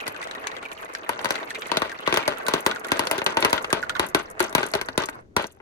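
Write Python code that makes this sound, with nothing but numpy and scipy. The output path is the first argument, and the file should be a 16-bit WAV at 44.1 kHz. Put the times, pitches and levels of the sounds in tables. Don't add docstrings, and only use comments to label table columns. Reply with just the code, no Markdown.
import sys
import numpy as np
from scipy import signal
from scipy.fft import rfft, irfft
from scipy.io import wavfile
from scipy.ndimage import uniform_filter1d

SR = 44100
rng = np.random.default_rng(int(sys.argv[2]) if len(sys.argv) > 2 else 0)


def log_audio(samples):
    frames = np.atleast_2d(samples).T
    limited = np.clip(frames, -1, 1)
    pcm = np.round(limited * 32767).astype(np.int16)
    wavfile.write(sys.argv[1], SR, pcm)


N = 247401

# (time [s], strength [dB],
# thump re strength [dB], crack re strength [dB], treble tilt [dB per octave],
# low ring of the struck spot [Hz], its height [dB], high ring [Hz], its height [dB], crack ring [Hz])
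DROPS = [(0.078, -25, -13, -3.5, 5.5, 613.0, 2, 825, 4.1, 4540),
         (1.092, -13, -20.5, -14, 5.5, 700.0, 1, 950, 6.1, 2750),
         (1.132, -32, -30.5, -9, -11, 462.0, -2, 1464.0, 4.5, 3850.0),
         (1.191, -25, -34, -8, -11, 640.0, 3.5, 1600.0, 0.5, 2980.0),
         (1.245, -19.5, -16, -6.5, 1.5, 420.0, -11, 1006.0, 3.3, 4400.0),
         (1.256, -15, -20, -14.5, 1.0, 409.0, -9, 1220, 3.5, 3520.0),
         (1.306, -14, -17.5, -9.5, 1.5, 660, 4, 1390, 9.9, 3880),
         (1.716, -13.5, -17, -9, -5.5, 314, 6, 970.0, 10.3, 4300),
         (1.77, -16.0, -9, -1.5, -5.5, 636.0, 11, 1450, 6.1, 3730.0),
         (1.819, -13.5, -13.5, -14, -2.5, 400, -3, 1100, 9.5, 3820.0),
         (2.075, -11.5, -14.5, -14, -6, 410, 2, 1130.0, 5.4, 3860),
         (2.125, -15, -8, -7.5, -6, 339, 9, 850.0, 2.0, 3510.0),
         (2.141, -15.0, -14.5, -8.5, 0.5, 344, 11, 845, 4.7, 3310.0),
         (2.172, -12, -18.0, -9.0, 1, 592.0, 3.5, 940, 2.3, 3110.0),
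         (2.278, -13.5, -11.0, -8, 1.5, 600, 11.5, 850, 6.5, 4450),
         (2.483, -14, -16.5, -9, 3.5, 590, 3, 1014, 11, 4020.0),
         (2.537, -12, -9, -8, -0.5, 382, 6.0, 1110, 7, 3920),
         (2.663, -9.5, -13.5, -9, 4, 370, 6.5, 940.0, 1.8, 3500.0),
         (2.918, -11.5, -11.5, -9, -0.5, 293, 7, 910, 3.3, 3570.0),
         (2.993, -13.5, -13.5, -6.5, -1, 340, 2, 1000, 14, 3530),
         (3.07, -20.5, -15, -3, -3, 515, 10, 925.0, 3.0, 4330),
         (3.112, -13.5, -19.5, -7.5, 7.5, 680, 3, 1020, 4.5, 2840),
         (3.18, -23.5, -3, -5, 0, 389, 15.5, 1500, 11, 2830.0),
         (3.217, -18.5, -15, -14.5, -8, 544, 9, 800, 10, 2940.0),
         (3.263, -12, -17.5, -5.5, -5, 560, 6, 1260, 6, 2840),
         (3.37, -10, -16.5, -13, -4, 344.0, 6, 920, 11.5, 2810.0),
         (3.425, -14, -13.5, -7.5, -10, 353, 9, 860, 6.5, 3900),
         (3.448, -8.5, -16, -10, 0.5, 620.0, -1.0, 1230, 5.0, 2810.0),
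         (3.529, -10.0, -14.5, -9, 1, 326.0, 0, 986, 8.5, 3260),
         (3.644, -20.5, -20.5, -10, -7, 674, -2, 1300, 8.4, 2880),
         (3.728, -11.5, -10.5, -7.5, 0.0, 364, 5, 1190, 7.5, 3400),
         (3.995, -12.5, -12.5, -8, -1.5, 344.0, 2.5, 980, 8.8, 3100),
         (4.147, -10.0, -9.5, -8.0, 2.0, 380, 7.5, 1510, 5, 3640.0),
         (4.403, -11, -11, -10.5, 2, 362, 15.5, 1410, 5.7, 4020.0),
         (4.527, -28.5, -12.0, -11, 4, 667.0, 6, 1030.0, 1.5, 3680.0),
         (4.55, -9.5, -12.5, -8.0, 3, 298.0, 6, 980, 6.0, 3730),
         (4.581, -16, -17, -16, 0, 363, 4, 794, 2.5, 2810.0),
         (4.63, -16.5, -13, -12.5, -6, 400, 11.5, 1520, 12, 3420.0),
         (4.737, -16, -16, -6.5, -2.5, 640, 16.5, 1190, 2.3, 4180.0),
         (4.751, -17.0, -7.5, -9, 0.5, 405, 12, 820.0, 8.6, 3840),
         (4.813, -20, -17.5, -8, 1, 374, 6, 1670.0, 4.0, 2750),
         (4.886, -21, -17.5, -12.5, -4.5, 260, 11, 1500, 4.5, 4180.0),
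         (4.977, -15, -6.5, -5, 2.0, 372.0, 5.5, 1020, 6.1, 3730.0),
         (5.036, -21.5, -14.0, -9, -9, 388, 11, 1115, 16, 3650.0),
         (5.087, -21, -21.5, -16.5, 0, 282, 16, 1540, 10, 4310.0),
         (5.365, -11.5, -12.0, -9, 0.5, 409.0, 2.5, 994, 9.1, 4020),
         (5.442, -24.5, -10, -9.5, -9, 665, 5, 875, 7.4, 3260),
         (5.571, -52, -4.0, -34.0, 2.0, 456, 5, 776, 14.5, 2810.0),
         (5.601, -39, -13, -30, -0.5, 413.0, 13, 820, 8.5, 2810.0)]
# (time [s], level [dB])
ROLLING = [(0.0, -38.5), (0.96, -42.5), (1.21, -37), (1.9, -39.5), (2.0, -38.5), (2.12, -37.5), (2.39, -38),
           (2.78, -38), (3.39, -36), (4.24, -44), (4.36, -43), (4.44, -40), (4.62, -42.5), (5.05, -50),
           (5.18, -44), (5.27, -74.5), (5.61, -65)]
# (frequency [Hz], width [Hz], height [dB])
TUB_MODES = [(398.5, 96, 3.5), (490, 130, -2), (674, 170, 3), (728.5, 69, -11), (910, 71, 3),
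             (1310, 67, -6), (1584, 250, 3.5), (1720, 76, -13.5), (1958, 190, 4), (4100, 1080, -0.5)]
# (frequency [Hz], left-right likeness [-1 to 1])
RAMP_LIKENESS = [(60, 0.44), (180, 1), (400, 0.57), (700, -0.28), (1400, -0.62), (3000, -0.28),
                 (15000, 0.64)]

PILE_HOPS_PER_S, ROLL_BUMPS_PER_S, WASH = 900, 1400, .14
HALF_EMPTY_S, EMPTYING_S = 3.3, 2.4
FILLING_DB_PER_S = 1.55


def gain_of(db):
    return 10 ** (np.asarray(db) / 20)


def evened(x):
    return x / np.sqrt(np.mean(x ** 2) + 1e-20)


def blow_level(x):
    blow_s = .016
    return np.sqrt(np.mean(x[:, :round(blow_s * SR)] ** 2) + 1e-20)


def read(points, hz):
    f, value = np.transpose(points)
    return np.interp(np.log(hz + 1), np.log(np.sort(f) + 1), value)


def add(mix, s, sound):
    part = mix[:, max(round(s * SR), 0):][:, :sound.shape[1]]
    part += sound[:, :part.shape[1]]


def axes(size):
    return np.arange(size) / SR, np.fft.rfftfreq(size, 1 / SR)


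def wander(per_s):
    knots = rng.standard_normal(4000)
    return evened(np.interp(np.arange(N) / SR * per_s, np.arange(len(knots)), knots))


def colour(spectrum, modes, hz):
    peaks_db = sum(db / (1 + ((hz - f) / (width / 2)) ** 2) for f, width, db in modes)
    return gain_of(read(spectrum, hz) + peaks_db)


def causal(gain):
    cepstrum = irfft(np.log(gain))
    half = len(cepstrum) // 2
    cepstrum[1:half] *= 2
    cepstrum[half + 1:] = 0
    return np.exp(rfft(cepstrum))


def bending(hz, cycles=0.98, lag_s=0.000606):
    lateness_s = cycles / (hz + 25) + lag_s * np.sqrt(1000 / (hz + 100))
    return np.exp(-2j * np.pi * np.cumsum(lateness_s) * hz[1])


def pair(z, hz, likeness=None):
    # (frequency [Hz], left-right likeness [clipped to -1 to 1])
    tub_likeness = [(40, 3), (150, 2.6), (350, 0.4), (700, 1.27), (1400, -1), (3000, 0.74), (6000, -0.5),
                    (9000, 0), (11000, 2.7), (16000, 5)]
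    same = np.clip(read(tub_likeness if likeness is None else likeness, hz), -1, 1)
    return np.array([z[0], same * z[0] + np.sqrt(1 - same ** 2) * z[1]])


def ports(hz):
    # (frequency [Hz], level [dB])
    balance = [(60, 4.5), (200, 4), (400, 3), (800, 5), (1400, 6.5), (2800, -1.5), (5500, 5), (10000, -0.5),
               (16000, 0)]
    # (frequency [Hz], lead [rad])
    lead = [(40, 0.91), (430, 0.5), (780, 2.04), (1030, 1.4), (1290, 2.57), (2500, 2.29), (3360, 3.02),
            (4310, 5.24), (6300, 8.2), (6900, 6.9), (9200, 8.3), (10400, 7.05), (12700, 6.5), (16000, 3.6)]
    lean = gain_of(read(balance, hz) / 2)
    return np.array([lean, np.exp(-1j * read(lead, hz)) / lean])


def force_train(per_s, spread_db):
    struck = rng.random(N) < per_s / SR
    return struck * gain_of(spread_db * np.minimum(rng.exponential(1, N), 3))


def grains(per_s, spread_db, wash):
    taps = force_train(per_s, spread_db) + wash
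    return evened(taps * rng.standard_normal((2, N)))


def ticks(spectrum, per_s, spread_db, fade_s, octaves, count=12):
    t, hz = axes(1024)
    out = np.zeros((2, N))
    for centre_hz in np.geomspace(2800, 13000, count):
        band = 1 / (1 + (np.log2((hz + 1) / centre_hz) / octaves) ** 4)
        burst = rng.standard_normal((2, len(t))) * np.exp(-t / fade_s)
        body = causal(band * gain_of(read(spectrum, hz)))
        snap = irfft(pair(rfft(burst), hz) * body * ports(hz))
        train = force_train(per_s / count, spread_db)
        out += signal.oaconvolve(train[None], snap, axes=1)[:, :N]
    return evened(out)


def fullness(t):
    return np.clip(.5 + (HALF_EMPTY_S - t) / EMPTYING_S, 0, 1)


def air(swell_db=2.0, lean_db=2.0):
    # (frequency [Hz], relative density [dB per Hz])
    air_spectrum = [(20, -6.5), (45, -6), (80, -1), (130, -6), (220, -8), (380, -5), (800, -23.5),
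                    (1500, -36), (3000, -39.5), (6000, -40.5), (15000, -60)]
    # (time [s], level [dB])
    air_level = [(0, -58.5), (1.2, -63), (3.2, -64), (4.0, -48.5), (5.61, -55)]
    t, hz = axes(N)
    noise = pair(rfft(rng.standard_normal((2, N))), hz, RAMP_LIKENESS)
    rumble = irfft(noise * gain_of(read(air_spectrum, hz)), N)
    rumble = evened(rumble * gain_of(swell_db * wander(2.8)) * gain_of([[lean_db], [-lean_db]]))
    return rumble * gain_of(np.interp(t, *np.transpose(air_level)))


def yard(x, level_db=-21, t60=0.061, dull_hz=4500):
    t, hz = axes(16384)
    sparse = (rng.random((2, len(t))) < .05) * (t > .008)
    taps = rng.standard_normal((2, len(t))) * sparse * gain_of(-60 * t / t60)
    tail = irfft(rfft(taps / np.linalg.norm(taps[0])) / (1 + 1j * hz / dull_hz))
    return gain_of(level_db) * signal.fftconvolve(x, tail, axes=1)[:, :N]


def rolling(trim_db=2.5, patchy_db=2.0, bump_db=2.0, bumps_per_s=70, lean_db=-0.2, spread_db=2.0):
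    # (frequency [Hz], relative density [dB per Hz])
    ramp_spectrum = [(45, -20.5), (100, -11.5), (170, -7.5), (280, 0), (430, 2.5), (650, 2), (900, 1.5),
                     (1400, -2.5), (2300, 1), (3300, -22), (5000, -28.5), (9000, -34), (15000, -55.5)]
    # (frequency [Hz], width [Hz], height [dB])
    ramp_modes = [(440, 21, 7), (512, 30, 5), (646.6, 41, 8), (820, 94, 1.5), (1130, 380, 6),
                  (1440, 255, 6.5), (2345, 240, -11)]
    t, hz = axes(N)
    contacts = pair(rfft(grains(ROLL_BUMPS_PER_S, spread_db, WASH)), hz, RAMP_LIKENESS)
    noise = irfft(contacts * colour(ramp_spectrum, ramp_modes, hz) * bending(hz), N)
    z = signal.stft(noise, nperseg=512, noverlap=384)[2]
    patches = uniform_filter1d(rng.standard_normal(z.shape[1:]), size=4, axis=0)
    patches = evened(uniform_filter1d(patches, size=7, axis=1))
    rumble = signal.istft(z * gain_of(patchy_db * patches), nperseg=512, noverlap=384)[1][:, :N]
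    rumble = evened(rumble * gain_of(bump_db * wander(bumps_per_s)) * gain_of([[lean_db], [-lean_db]]))
    return rumble * gain_of(np.interp(t, *np.transpose(ROLLING)) + trim_db)


def patter(trim_db=-15, per_s=130, spread_db=4, octaves=0.29, fade_s=0.0028):
    # (frequency [Hz], relative density [dB per Hz])
    patter_spectrum = [(2500, 2), (4000, -1.5), (6000, -11), (10000, -12), (16000, -14.5)]
    t = axes(N)[0]
    swarm = ticks(patter_spectrum, per_s, spread_db, fade_s, octaves) * np.sqrt(fullness(t))
    return swarm * gain_of(np.interp(t, *np.transpose(ROLLING)) + trim_db)


def knock(ring_hz, ring_db, tick_db, block_hz, top_db, pan_db, rough,
          swoop=0.602, glide_s=0.00127, ring_s=0.0041, block_width_hz=700, block_db=7):
    # (frequency [Hz], relative density [dB per Hz])
    tick_spectrum = [(200, -17.5), (600, -10.5), (1500, 12.5), (2500, 1.5), (4000, 2), (5200, -3.5),
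                     (7500, -6.5), (10500, -16), (16000, -38.5)]
    t, hz = axes(4096)
    turns = np.cumsum(ring_hz * (1 + swoop * np.exp(-t / glide_s))) / SR
    turns = turns + rng.random() + .2 * rough * rng.standard_normal((2, 1))
    real, imaginary = evened(uniform_filter1d(rng.standard_normal((2, 2, len(t))), size=40))
    grain = real + 1j * imaginary
    first, swing_s, arrive_s = .8, .0031, .0072
    swing = first * (t / 0.0019) * np.exp(-(t / swing_s) ** 2)
    wave = 1 / (np.exp((arrive_s - t) / 0.0011) + np.exp((t - arrive_s) / ring_s))
    scatter = rough * (swing + wave) + .09 * np.exp(-t / .02) * (t > arrive_s)
    ring = (np.exp(2j * np.pi * turns) * (swing + wave + scatter * grain)).real
    burst = rng.standard_normal((2, len(t))) * (np.exp(-t / .0028) + .24 * np.exp(-t / .012))
    top = 1 / (1 + (6000 / (hz + 1)) ** 6)
    wood = colour(tick_spectrum, [(block_hz, block_width_hz, block_db)], hz) * gain_of(top_db * top)
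    tick = irfft(pair(rfft(burst), hz, RAMP_LIKENESS) * causal(wood))
    sound = ring / blow_level(ring) * gain_of(ring_db) + tick / blow_level(tick) * gain_of(tick_db)
    return sound * evened(gain_of([[pan_db / 2], [-pan_db / 2]]))


def jostles(ring_db=-49, tick_db=-60, spread_db=2, tick_spread_db=3,
            octaves=0.184, block_hz=3900, block_octaves=0.36):
    per_s = 70
    full_ring_hz, empty_ring_hz = 2252, 1560
    out, slots = np.zeros((2, N)), np.arange(0, N, 128) / SR
    full = fullness(slots)
    ring_hz = empty_ring_hz + (full_ring_hz - empty_ring_hz) * full
    chance = rng.random(len(slots))
    size, pitch, note, side = rng.standard_normal((4, len(slots))).clip(-2, 2)
    for k in np.flatnonzero(chance < per_s * full * slots[1]):
        own_ring_hz = ring_hz[k] * 2 ** (octaves * pitch[k])
        note_hz = block_hz * 2 ** (block_octaves * note[k])
        own_ring_db = ring_db + spread_db * size[k]
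        own_tick_db = tick_db + tick_spread_db * size[k]
        add(out, slots[k], knock(own_ring_hz, own_ring_db, own_tick_db, note_hz, 0, 3 * side[k], rough=.8))
    return out


def knocks(ring_db=-10, tick_db=-3):
    # (time [s], strength [dB], ring [Hz], tick re strength [dB], note of
    # the block [Hz], top of the tick [dB], left minus right [dB]); the row at 4.3955 s is a marble landing in
    block_hits = [(0.002, -24.5, 2540, -15, 3770.0, 0.0, 0.0),
                  (0.0296, -33, 2396, -16.5, 4510.0, -3.0, 0.0),
                  (0.0664, -23.5, 2000, -9.5, 5630.0, 0.0, 6), (0.1452, -30, 1500, -14.5, 3250.0, 6, 6),
                  (0.163, -33, 2440, -6, 3250.0, 2, 2), (0.2156, -30, 1894, -7.5, 4660.0, 5, 3),
                  (0.227, -24.5, 2006, -14, 3510.0, 10, -2), (0.2723, -35, 1900, -3.5, 3210.0, 7, 4.0),
                  (0.3114, -34.5, 2810, 2.5, 3970.0, 4, 2), (0.3505, -27, 1864, -10.5, 3820.0, -1.5, 1),
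                  (0.441, -30, 1695, -8, 3210.0, -10, 3.0), (0.4704, -26, 2290.0, 0.5, 6400.0, 3.5, 6),
                  (0.5155, -30.5, 1880, -6, 4010.0, -7, 0.0), (0.566, -31, 2010, -2.5, 3210.0, -4, 6),
                  (0.6277, -31, 1407, -11.5, 3250.0, 8, 5), (0.652, -24, 2325, -24.5, 3210.0, 18, -2.5),
                  (0.7164, -32, 2370, -6.5, 3400.0, 7, -2), (0.7763, -35, 2760, -15, 3210.0, -4, -8),
                  (0.828, -32, 1550, -10.5, 3470.0, 1, 0.0), (0.855, -33.5, 2010, -10, 3550.0, -12, -5.0),
                  (0.9499, -28.5, 1607, 1.5, 4970.0, 0, -1), (1.063, -32, 1790, -26.5, 4010.0, -0.5, -2),
                  (1.3548, -22.5, 2020, -5.5, 4250.0, -0.5, 4), (1.379, -30, 2045, -11, 3510.0, -2, -3),
                  (1.3994, -29.5, 1840.0, -21, 4150.0, 2.5, -8), (1.43, -35, 1560, -2, 3620.0, -11, 2),
                  (1.477, -34, 2180.0, -28.5, 3220.0, -3.5, -5),
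                  (1.505, -22.5, 1763, -10.5, 3590.0, 11, -1), (1.5475, -24, 2064, -11.5, 3970, 3, 3),
                  (1.553, -25, 2387, -11, 3700, -2, -4), (1.62, -27, 2340, -4, 3420.0, -11, -2),
                  (1.624, -35.5, 3140, -15.5, 3490.0, -5, 0.5), (1.6565, -28.5, 2090, -10, 3210.0, -6, -5),
                  (1.6925, -28, 1920.0, -18.0, 3210.0, -7, -9), (1.74, -26.5, 1900, -15.5, 4860.0, 4, -10),
                  (1.8953, -27.5, 1860, -9.5, 3990.0, 3.0, 5.0), (1.9166, -24, 1580, -16, 4920.0, 8, 0.0),
                  (1.945, -33, 1964, -35.0, 3210.0, -4.0, -7), (2.026, -36, 3160, -13, 3400.0, -5.5, -1.5),
                  (2.0624, -22, 1953, -15, 3400, -4, 7), (2.0646, -23.5, 2790, -13, 3330, -2, 3),
                  (2.1614, -30.5, 1470, 5, 3640.0, 1, 10), (2.195, -25.5, 2390, -23, 3730.0, 7, -2),
                  (2.227, -23, 2190, -18.5, 3210.0, 1, -10.0), (2.2547, -25.5, 2220, -12, 3220.0, -4, -2),
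                  (2.371, -26.5, 1340.0, -14.5, 3210.0, 3, -11),
                  (2.4067, -27, 1530, -29.5, 6190.0, -0.5, 7), (2.4656, -20.5, 1500, -8, 3670.0, 11, 1.5),
                  (2.7125, -19, 1455, -5, 3270.0, -6, -1), (2.7603, -22, 1418, -10.5, 3690.0, 0.0, -3),
                  (2.846, -23, 1424, -8.5, 3600.0, 5, -2.0), (2.884, -27, 1910, -13, 6410.0, -4, -5),
                  (2.907, -27, 1380, -14.0, 3210.0, 4, -6), (2.972, -26, 1640, -9, 3930.0, 1, -1),
                  (3.188, -22.5, 1434, -5.0, 3680.0, -11, -3), (3.498, -27, 1720, -6.5, 3980.0, 6, 0.5),
                  (3.5783, -20.5, 1400, -4, 3210.0, -9, 8), (3.7036, -23, 1597, -9, 3900.0, 8, 4.5),
                  (3.8273, -15, 1457, -21.5, 4730.0, -1.0, -3.5),
                  (3.8953, -16, 1442, -7.5, 3470.0, 2, -1.5), (3.9215, -43, 1460, -3.5, 4790.0, -14, 1),
                  (3.952, -17.5, 1440, -15.0, 3600.0, -6, -6), (3.965, -30, 1810, -3, 3210.0, -2.0, -2),
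                  (4.054, -29.5, 1580, -18, 4530.0, -4, 7), (4.3955, -21.5, 1433, -6.0, 4490.0, -6, -4.0)]
    out = np.zeros((2, N))
    for s, strength_db, ring_hz, sharp_db, block_hz, top_db, pan_db in block_hits:
        rough = np.interp(ring_hz, [1450, 2000], [.22, .5])
        own_tick_db = strength_db + sharp_db + tick_db
        add(out, s, knock(ring_hz, strength_db + ring_db, own_tick_db, block_hz, top_db, pan_db, rough))
    return out


def click(level_db, centre_hz, fade_s=0.0039, octaves=0.58):
    t, hz = axes(2048)
    burst = rng.standard_normal((2, len(t))) * (np.exp(-t / fade_s) + 0.065 * np.exp(-t / 0.0073))
    band = 1 / (1 + (np.log2((hz + 1) / centre_hz) / octaves) ** 4)
    snap = irfft(pair(rfft(burst), hz) * band * ports(hz))[:, :len(t) * 3 // 4]
    return snap / blow_level(snap) * gain_of(level_db)


def clicks(trim_db=1.5):
    # (time [s], strength [dB], centre [Hz])
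    marble_hits = [(0.008, -51, 5300.0), (0.24, -46, 6100.0), (0.73, -50, 7660), (0.848, -52.5, 8200.0),
                   (0.9363, -47, 6900), (1.214, -50.0, 7100.0), (1.289, -44, 5300.0), (1.322, -41, 5900.0),
                   (1.586, -54.0, 7200.0), (1.594, -50, 7100.0), (1.61, -51, 9100.0),
                   (1.669, -45.5, 8100.0), (1.684, -52.5, 7500.0), (2.383, -48.5, 9200.0),
                   (2.606, -43, 9000), (2.748, -51.5, 8000.0), (2.796, -49.5, 8260), (2.869, -48, 8700.0),
                   (2.886, -48, 8700.0), (2.969, -46, 6500.0), (3.0528, -48, 7500.0), (3.127, -47, 7900.0),
                   (3.243, -41, 9050), (3.405, -39.5, 9000), (3.506, -43, 7700.0), (3.625, -46.5, 7900.0),
                   (4.035, -61, 5300.0), (4.065, -43, 9200), (4.087, -46.0, 8560), (4.098, -52, 8500),
                   (4.196, -50, 5400.0), (4.301, -48.5, 7900), (4.312, -50.5, 8550), (4.3946, -38, 7000),
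                   (4.4263, -37.0, 7700), (4.44, -40.5, 7400.0), (4.463, -51, 6000.0),
                   (4.495, -47.5, 6600.0), (4.596, -46, 5500.0), (4.639, -45, 5500.0), (4.664, -38.5, 7800),
                   (4.686, -49, 8400), (4.715, -47, 7760), (4.8596, -50.0, 7800.0), (5.02, -42, 5500.0),
                   (5.0577, -37, 7160), (5.096, -47.0, 8100.0), (5.423, -48, 8200.0), (5.468, -48, 7700),
                   (5.496, -74, 6400.0), (5.5217, -58, 9050), (5.547, -73, 6700.0)]
    out = np.zeros((2, N))
    for s, strength_db, centre_hz in marble_hits:
        add(out, s, click(strength_db + trim_db, centre_hz))
    return out


def rattle(level_db=-42, per_s=380, spread_db=8.0, octaves=0.29, fade_s=0.0044,
           settle_s=0.064, wait_s=0.0085):
    # (frequency [Hz], relative density [dB per Hz])
    rattle_spectrum = [(2500, -6), (4000, -1), (6000, 2), (10000, -10.5), (16000, -17)]
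    hard_drop_db = 0.5
    t = axes(N)[0]
    power = np.zeros((1, N))
    settling = np.exp(-(t[None, :SR // 3] / settle_s) ** 2)
    for s, strength_db, *_ in DROPS:
        stirred = gain_of(strength_db - hard_drop_db + FILLING_DB_PER_S * s)
        add(power, s + wait_s, stirred ** 2 * settling)
    return ticks(rattle_spectrum, per_s, spread_db, fade_s, octaves) * np.sqrt(power) * gain_of(level_db)


def pile(level_db=-29.5, loose_db=-16, knee_db=0.5, hold_s=0.052, steep=7.8, rise_s=0.0021, spread_db=0.5):
    # (frequency [Hz], relative density [dB per Hz])
    pile_spectrum = [(25, -25), (70, -18), (150, -10.5), (280, -4), (600, 2), (1400, -2), (2100, -8),
                     (3000, -7.5), (4500, -15.5), (6000, -26.5), (10500, -34.5), (16000, -57)]
    floor_covered_s = 1.71
    t, hz = axes(N)
    power = np.zeros((1, N))
    age = t[:SR // 3]
    shake = (1 - np.exp(-(age / rise_s) ** 2)) / (1 + (age / hold_s) ** steep)
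    for s, strength_db, *_ in DROPS:
        filled = min(s / floor_covered_s, 1) * gain_of(FILLING_DB_PER_S * s)
        stirred = filled / (1.5 + np.exp((loose_db - strength_db) / knee_db))
        add(power, s, stirred ** 2 * shake[None])
    contacts = grains(PILE_HOPS_PER_S, spread_db, WASH) * np.sqrt(power)
    chatter = pair(rfft(contacts), hz) * bending(hz)
    tub = evened(colour(pile_spectrum, TUB_MODES, hz))
    return gain_of(level_db) * irfft(chatter * tub * ports(hz), N)


def drops(thump_db=-1.0, body_db=-8, crack_db=-5, bass_s=0.01, ring_s=0.0092, crack_s=0.0031,
          scatter_db=-3, bass_scatter_db=-7, crack_scatter_db=7,
          low_width=0.16, high_width=0.11, crack_width=0.18, crack_ring_db=5.0, place_s=0.00001):
    # (frequency [Hz], relative density [dB per Hz])
    floor_spectrum = [(25, -37.5), (60, -17), (170, -7), (300, -3), (600, -4.5), (1100, -6), (1700, -9),
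                      (2800, -9.5), (4200, -11), (5500, -13.5), (8000, -19.5), (10500, -17.5),
                      (13000, -28.5), (16000, -26.5)]
    bass_growth_db_per_s, bass_even_s, bass_hz = 2.0, 1.9, 130
    t, hz = axes(8192)
    low = 1 / (1 + (hz / 600) ** 6)
    high = 1 / (1 + (2500 / (hz + 1)) ** 6)
    deep = 1 / (1 + (hz / bass_hz) ** 4)
    travel = ports(hz) * bending(hz)
    # (band gain, fade [s], reflections [dB], trim [dB])
    bands = [(low, bass_s, bass_scatter_db, thump_db),
             (1 - low - high, ring_s, scatter_db, body_db),
             (high, crack_s, crack_scatter_db, crack_db)]
    out = np.zeros((2, N))
    for (s, strength_db, low_db, high_db, db_per_octave,
         low_hz, low_ring_db, high_hz, high_ring_db, crack_hz) in DROPS:
        spot = [(low_hz, low_width * low_hz, low_ring_db),
                (high_hz, high_width * high_hz, high_ring_db),
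                (crack_hz, crack_width * crack_hz, crack_ring_db)]
        tub = causal(colour(floor_spectrum, TUB_MODES + spot, hz)) * travel
        tub *= np.exp(-2j * np.pi * hz * place_s * rng.standard_normal((2, 1)))
        tub *= gain_of(db_per_octave * np.log2(np.clip(hz, 3500, 12000) / 3500))
        tub *= gain_of(deep * bass_growth_db_per_s * (s - bass_even_s))
        noise = rng.standard_normal((2, len(t)))
        for share_db, (band, fade_s, echo_db, trim_db) in zip((low_db, 0, high_db), bands):
            echoes = noise * (np.exp(-t / fade_s) + 0.28 * np.exp(-t / 0.011))
            echoes = pair(rfft(echoes), hz) / np.linalg.norm(echoes[0])
            hit = irfft((1 + gain_of(echo_db) * echoes) * tub * band)[:, :len(t) // 2]
            add(out, s, hit / blow_level(hit) * gain_of(strength_db + share_db + trim_db))
    return out


def scene():
    steady = air() + rolling()
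    hits = patter() + jostles() + knocks() + clicks() + rattle() + pile() + drops()
    return hits + yard(hits) + steady


def record(dry):
    # (frequency [Hz], width [Hz], height [dB])
    port_modes = [(5230, 330, -4.5), (7300, 640, 2), (7510, 420, -7.5), (9550, 260, -5.5), (10500, 300, 0),
                  (15540, 1600, -2)]
    edge_hz = 16200
    hz = axes(2048)[1]
    port = irfft(causal(colour([(0, 0.0047)], port_modes, hz)))
    coloured = signal.oaconvolve(dry, port[None])[:, :N]
    band_limit = signal.firwin(301, edge_hz, window=("kaiser", 9), fs=SR)
    return signal.oaconvolve(coloured, band_limit[None], "same")


dry = scene()
out = record(dry)
log_audio(out)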